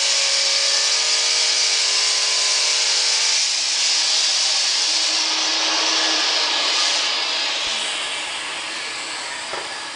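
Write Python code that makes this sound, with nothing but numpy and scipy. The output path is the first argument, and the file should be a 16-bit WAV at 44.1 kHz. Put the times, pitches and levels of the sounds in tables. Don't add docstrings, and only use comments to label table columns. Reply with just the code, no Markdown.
import sys
import numpy as np
from scipy import signal
from scipy.fft import rfft, irfft, next_fast_len
from scipy.io import wavfile
from scipy.ndimage import uniform_filter1d

SR = 44100
rng = np.random.default_rng(int(sys.argv[2]) if len(sys.argv) > 2 else 0)


def generate_wav(signal):
    frames = np.transpose(np.atleast_2d(signal))
    scaled = np.clip(frames, -1, 1) * 32767
    pcm = np.round(scaled).astype(np.int16)
    wavfile.write(sys.argv[1], SR, pcm)


N = 438793
TIME = np.arange(N) / SR
EDGE_HZ = 10080

# (time [s], motor speed [turns/s])
MOTOR_SPEED = [(0, 307.5), (.45, 305.4), (1, 310.4), (1.55, 314), (1.95, 311.8), (2.4, 311.5), (2.9, 313.8),
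               (3.15, 318.2), (3.45, 320.6), (4.1, 313), (4.65, 310.6), (5.5, 317.9), (6.05, 321)]
OFF_S, FULL_SPEED_HZ = MOTOR_SPEED[-1]
FRICTION_HZ_PER_S, DRAG_PER_S = 21.3, .155


def speed_at(t):
    coasted = np.maximum(t - OFF_S, 0)
    offset = FRICTION_HZ_PER_S / DRAG_PER_S
    driven = follow(MOTOR_SPEED, t)[0]
    return (driven + offset) * np.exp(-DRAG_PER_S * coasted) - offset


def halvings_at(t):
    return np.log2(FULL_SPEED_HZ / speed_at(t))


CUT_END_S, RELEASE_DB_PER_S = 3.32, 160


def bite_db(t):
    return -RELEASE_DB_PER_S * np.clip(t - CUT_END_S, 0, 1)


GEAR = 6.1
# (frequency [Hz], level [dB])
BUZZ_SPECTRUM = [(300, -65.5), (405, -51), (600, -52), (720, -54.5), (950, -53.5), (1330, -57), (1700, -54),
                 (2150, -48.5), (3050, -52)]
# (frequency [Hz], width [Hz], gain [dB])
BUZZ_RESONANCES = [(458, 5.6, 3), (496, 3.1, 8.5), (552.7, 5.2, 14), (606, 16, 9.5), (887, 17.5, 11.5),
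                   (1022, 5, 13), (1109, 11, 14), (1222, 27, 10), (1390, 8, 8), (1562, 17, 11),
                   (1662, 12, 4.5), (1770, 6.2, 14), (2255, 19, 9), (2306, 14, 10.5), (2870, 21, 14)]


def blade_buzz(turns, shimmer=0.11, jitter=0.027, wander_db=2.5, count=60):
    cutting = TIME < CUT_END_S + .5
    angle = (2 * np.pi * turns / GEAR)[cutting]
    rate = speed_at(TIME[cutting]) / GEAR
    hz = np.arange(EDGE_HZ)
    colour_db = read(BUZZ_SPECTRUM, hz) + peaks_db(BUZZ_RESONANCES, hz)
    out = np.zeros(N)
    for k in range(1, count + 1):
        size_db = np.interp(k * rate, hz, colour_db) + wander_db * drift(1.5)[cutting]
        size = gain_of(size_db) * (1 + shimmer * drift(9.28)[cutting])
        phase = rng.uniform(0, 2 * np.pi) + jitter * np.sqrt(k) * drift(12)[cutting]
        out[cutting] += size * np.sin(k * angle + phase)
    return np.sqrt(2) * gain_of(bite_db(TIME)) * out


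# (time [s], fan's roar level [dB per Hz], broad rush level [dB per Hz])
AIR_LEVELS = [(0, -61, -79), (3.3, -61.5, -79), (3.52, -65, -69.5), (3.85, -57, -63.5), (4.8, -56.5, -63),
              (5.7, -56.5, -54), (6.4, -54.5, -54.5), (7.75, -54.5, -56), (8.35, -57, -56),
              (9.95, -56.5, -53.5)]
FAN_FALL_DB, RUSH_FALL_DB = 8.5, 7


def airflow_db(t):
    fan_db, rush_db = follow(AIR_LEVELS, t)
    halvings = halvings_at(t)
    return fan_db - FAN_FALL_DB * halvings, rush_db - RUSH_FALL_DB * halvings


# (time [s], level [dB per Hz])
GRIND_LEVEL = [(0, -54.5), (3.4, -54), (3.62, -57), (3.9, -55), (5.1, -58), (5.55, -69.5), (6.1, -65),
               (6.62, -64), (6.88, -56.5), (7.14, -67), (7.73, -63), (8.0, -88), (8.75, -74.5), (9.95, -77)]
SPRAY_OVER_GRIND_DB = -22
GUSH_S, GUSH_RISE_DB_PER_S, GUSH_SETTLE_S = 7.85, 90, 0.59
GUSH_DB, GUSH_EXTRA_DB = -81.5, 9


def grinding_db(t):
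    return follow(GRIND_LEVEL, t)[0]


def water_db(t):
    since = t - GUSH_S
    rise_db = GUSH_RISE_DB_PER_S * np.clip(since, -1, 0)
    settling_db = GUSH_EXTRA_DB * np.exp(-np.maximum(since, 0) / GUSH_SETTLE_S)
    return power_sum(GUSH_DB + rise_db + settling_db, grinding_db(t) + SPRAY_OVER_GRIND_DB)


# (frequency [Hz], level [dB])
GRIT_SPECTRUM = [(200, -50.5), (290, -40), (360, -24.5), (520, -16), (800, -14.5), (1300, -16.5),
                 (1850, -11), (2250, -7.5), (3400, -7.5), (4500, 0), (5400, 0.44), (7000, -8.5),
                 (8300, -15), (10000, -26.5)]
# (multiple of the motor rate [ratio], level [dB])
FAN_SPECTRUM = [(4.0, -27.5), (7.0, -10.5), (9.0, -6.5), (12.0, -4), (15.0, -0.5), (17.0, 0), (19.0, -4),
                (21.0, -16.5), (27.0, -24), (40.0, -58)]
# (frequency [Hz], level [dB])
AIR_SPECTRUM = [(130.0, -36), (200.0, -32), (300.0, -7.5), (500.0, -5), (900.0, -3.5), (1200.0, -1),
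                (1450.0, -7.5), (2200.0, -7), (3200.0, -4.5), (4700.0, -8.5), (6000.0, -19),
                (10000.0, -50.5)]
# (frequency [Hz], level [dB])
SPRAY_SPECTRUM = [(2500.0, -21), (3800.0, -13.5), (4700.0, 10), (5700.0, -0.5), (6700.0, -0.5), (7800.0, 5),
                  (9200.0, 4), (10000.0, -2.5)]
# (frequency [Hz], width [Hz], gain [dB])
BODY_RESONANCES = [(270, 11, -5), (277, 7.7, -5.5), (301.0, 19, -2), (342, 9.3, 4), (366, 19.4, -10.5),
                   (405, 14, 0.5), (476, 29, -3.5), (550, 8.8, -2), (663, 22, 3), (738, 12, -7),
                   (760, 8.9, -0.5), (870.5, 10.3, 9), (944, 10.0, 1.5), (1047, 12, -5), (1164, 7.5, -1.5),
                   (1172, 10.0, -9.5), (1254, 7.9, -1.5), (1360, 73, -3.5), (1564, 17, -2), (1690, 16, 7.5),
                   (1840, 13, -4.5), (1890, 20, -1), (2365, 6.2, 6), (2750, 32.0, 6.5), (2748, 13, -14),
                   (3024, 22.0, 3), (3320, 12, 4.5), (5750, 25, -6.5), (6820, 91, 4.5), (7650, 220, 2.5)]


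def hiss_field(hz, t, patchy_db=1.3):
    fan_db, rush_db = airflow_db(t)
    level_db = power_sum(
        read(GRIT_SPECTRUM, hz) + grinding_db(t),
        read(FAN_SPECTRUM, hz / speed_at(t)) + fan_db,
        read(AIR_SPECTRUM, hz) + rush_db,
        read(SPRAY_SPECTRUM, hz) + water_db(t))
    patches = rng.standard_normal((len(hz), len(t)))
    patches = uniform_filter1d(patches, size=5, axis=0)
    patches = evened(uniform_filter1d(patches, size=16, axis=1))
    return level_db + peaks_db(BODY_RESONANCES, hz) + patchy_db * patches


def hiss(spatter=0.14, spatter_hz=6500):
    x = room(noise(hiss_field), t60=0.25, wet_db=-8)
    highpass = signal.butter(2, spatter_hz, "high", fs=SR, output="sos")
    top = signal.sosfiltfilt(highpass, x)
    return x + spatter * top * evened(drift(30) + drift(150))


# (time [s], level [dB])
HUM_LEVEL = [(0, -72), (3.6, -84.5), (4.5, -70.5), (5.2, -62), (6.1, -54.5), (7.7, -62.5), (9.95, -71.5)]
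# (frequency [Hz], width [Hz], gain [dB])
HUM_RESONANCES = [(318.2, 6.8, 19.5), (284, 6, 11.5), (213.5, 4, 12.5)]
# (multiple of the motor rate [ratio], level [dB])
WHINE_PARTIALS = [(2, -11), (3, -10), (5, -6.5), (7, -12.5), (8, -10), (9, -5), (10, -6.5), (11, 0.5),
                  (12, -1), (13, -7.5), (14, 1), (15, -1.5), (16, -1.5), (19, -5.5)]
# (frequency [Hz], width [Hz], gain [dB])
WHINE_RESONANCES = [(1800, 41, 4), (2266, 59, 5.3), (2960, 400, 5.7)]
WHINE_OVER_FAN_DB, WHINE_CLEARS_DB = 24.5, 2.5
WHINE_FLUTTER = .45


def motor(turns, waver=0.11, rough=0.09):
    speed = speed_at(TIME)
    hum = np.sqrt(2) * np.sin(2 * np.pi * turns) * (1 + waver * drift(12))
    hum_db = follow(HUM_LEVEL, TIME)[0] + peaks_db(HUM_RESONANCES, speed)

    hz = np.arange(0., EDGE_HZ, 4)
    colour = gain_of(peaks_db(BODY_RESONANCES, hz) + peaks_db(WHINE_RESONANCES, hz))
    whine = np.zeros(N)
    for k, db in WHINE_PARTIALS:
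        size = gain_of(db) * np.interp(k * speed, hz, colour) * (1 + WHINE_FLUTTER * drift(17))
        whine += size * np.sin(2 * np.pi * round(k) * turns + rough * drift(60))
    whine_db = airflow_db(TIME)[0] + WHINE_OVER_FAN_DB + WHINE_CLEARS_DB * halvings_at(TIME)
    return gain_of(hum_db) * hum + gain_of(whine_db) * evened(whine)


# (start time [s], stop time [s], frequency [Hz], half-width [Hz], level [dB])
NOISE_BANDS = [(0, 2.9, 4600, 20, -32), (0, 2.6, 5010, 40, -36), (0, 3.2, 5910, 25, -37),
               (.55, 0.62, 4525, 13, -25), (1.25, 1.88, 2280, 70, -38), (3.28, 3.47, 5850, 40, -29),
               (3.3, 3.43, 2360, 20, -37), (3.75, 4.8, 4745, 25, -31.5), (4.05, 4.9, 6485, 14, -41),
               (4.1, 6.2, 4475, 32, -34), (4.2, 4.7, 779, 9, -43.5), (6.55, 7.65, 4900, 150, -30.5),
               (6.68, 7.12, 5950, 550, -33), (6.72, 6.88, 1218, 9.1, -34.5), (8.62, 9.4, 4400, 330, -37),
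               (8.85, 9.55, 7800, 300, -41), (9.05, 9.95, 960, 21, -42.5), (9.25, 9.42, 1815, 18, -37.5),
               (9.3, 9.95, 4790, 250, -40)]


def ringing_bands():
    out = np.zeros(N)
    for start, stop, hz, width, db in NOISE_BANDS:
        span = (TIME >= start) & (TIME < stop)
        n = 2 * next_fast_len(int(span.sum()))
        peak = 1 / (1 + ((np.fft.rfftfreq(n, 1 / SR) - hz) / width) ** 2)
        band = irfft(rfft(rng.standard_normal(n)) * peak)[:span.sum()]
        fades = signal.windows.tukey(len(band), .4)
        out[span] += gain_of(db) * evened(band) * fades
    return out


# (time [s], strength of the blow [dB])
TILE_KNOCKS = [(8.27, -38), (9.533, -22.5), (9.575, -27.5), (9.61, -34)]
# (frequency [Hz], level [dB], decay by 60 dB [s])
TABLE_MODES = [(150, -26, 0.13), (322, -10, 0.19), (380, -2, 0.18), (480, 0, 0.2), (559, 1.5, 0.34),
               (686, -4.5, 0.1), (800, -2, 0.13), (970, -12, .1), (1330, -2, 0.11), (1750, -15, .08),
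               (2390, -4, .08)]


def knocks(clatter_db=-3):
    t = TIME[:SR // 2]
    ring = np.zeros(len(t))
    for hz, db, t60 in TABLE_MODES:
        ring += gain_of(db - 60 * t / t60) * np.sin(2 * np.pi * (hz * t + rng.random()))
    band = signal.butter(2, [350, 1800], "band", fs=SR, output="sos")
    clatter = evened(signal.sosfilt(band, rng.standard_normal(len(t))))
    knock = .5 * ring + gain_of(clatter_db) * clatter * np.exp(-t / 0.033)
    blows = np.zeros(N)
    for s, db in TILE_KNOCKS:
        blows[round(s * SR)] = gain_of(db)
    return room(signal.oaconvolve(blows, knock)[:N], t60=0.3, wet_db=-6)


STAND_CUT_DB, STAND_FREE_DB = -87.5, -95.5
SHAKE_DB, SHAKE_FROM_S, SHAKE_RISE_S = 18, 4.46, 3.9


def stand_rumble(rub_db=-35):
    def level_db(t):
        shake_db = SHAKE_DB * np.clip((t - SHAKE_FROM_S) / SHAKE_RISE_S, 0, 1)
        return power_sum(STAND_CUT_DB + bite_db(t), grinding_db(t) + rub_db, STAND_FREE_DB + shake_db)

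    spectrum = [(50, -14), (90, -1), (190, -4.5), (300, 6.5), (900, -22), (3000, -67)]
    return noise(lambda hz, t: read(spectrum, hz) + level_db(t))


DRAUGHT_CUT_DB, DRAUGHT_FREE_DB = -82, -92.5


def draught(rub_db=-29.5):
    def level_db(t):
        return power_sum(DRAUGHT_CUT_DB + bite_db(t), grinding_db(t) + rub_db, DRAUGHT_FREE_DB)

    spectrum = [(10, 1), (40, 1.5), (90, -8.0), (400, -74)]
    return noise(lambda hz, t: read(spectrum, hz) + level_db(t))


# (time [s], scale of the pulse [dB], time constant [s])
LOW_BUMPS = [(6.73, -44, .008), (7.669, -29, .0035), (8.055, -36, .0015), (8.275, -37, .002),
             (9.545, -30, .001)]


def bumps():
    out = np.zeros(N)
    for s, db, length in LOW_BUMPS:
        u = np.maximum(TIME - s, 0) / length
        out += gain_of(db) * u * (2 - u) * np.exp(-u)
    return out


def room(x, t60, wet_db):
    t = TIME[:SR // 2]
    response = rng.standard_normal(len(t)) * gain_of(-60 * t / t60) * (t > .003)
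    response *= gain_of(wet_db) / np.linalg.norm(response)
    response[0] = 1
    return signal.oaconvolve(x, response / np.linalg.norm(response))[:N]


def noise(field_db):
    hz, t, z = signal.stft(rng.standard_normal(N), SR, nperseg=2048, noverlap=1536)
    z = z * np.sqrt(SR / 2) * gain_of(field_db(hz[:, None], t))
    return signal.istft(z, SR, nperseg=2048, noverlap=1536)[1][:N]


def drift(hz):
    knots = rng.standard_normal(2048)
    return evened(np.interp(TIME * hz, np.arange(len(knots)), knots))


def peaks_db(peaks, hz):
    return sum(db * np.exp(-.5 * ((hz - f) / width) ** 2) for f, width, db in peaks)


def power_sum(*levels_db):
    return 10 * np.log10(sum(gain_of(db) ** 2 for db in levels_db))


def read(points, hz):
    f, db = np.transpose(points)
    return np.interp(np.log(hz + 1e-3), np.log(f), db, left=-90)


def follow(rows, t):
    s, *columns = np.transpose(rows)
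    return [np.interp(t, s, c) for c in columns]


def evened(x):
    return x / np.sqrt(np.mean(x ** 2) + 1e-20)


def gain_of(db):
    return 10 ** (np.asarray(db) / 20)


def scene():
    turns = np.cumsum(speed_at(TIME)) / SR
    saw = blade_buzz(turns) + hiss() + motor(turns)
    details = ringing_bands() + knocks()
    background = stand_rumble() + draught() + bumps()
    mono = saw + details + background
    return np.array([mono, mono])


def record(dry):
    lowpass = signal.firwin(801, EDGE_HZ, window=("kaiser", 8), fs=SR)
    return signal.oaconvolve(dry, lowpass[None], "same")


dry = scene()
out = record(dry)
generate_wav(out)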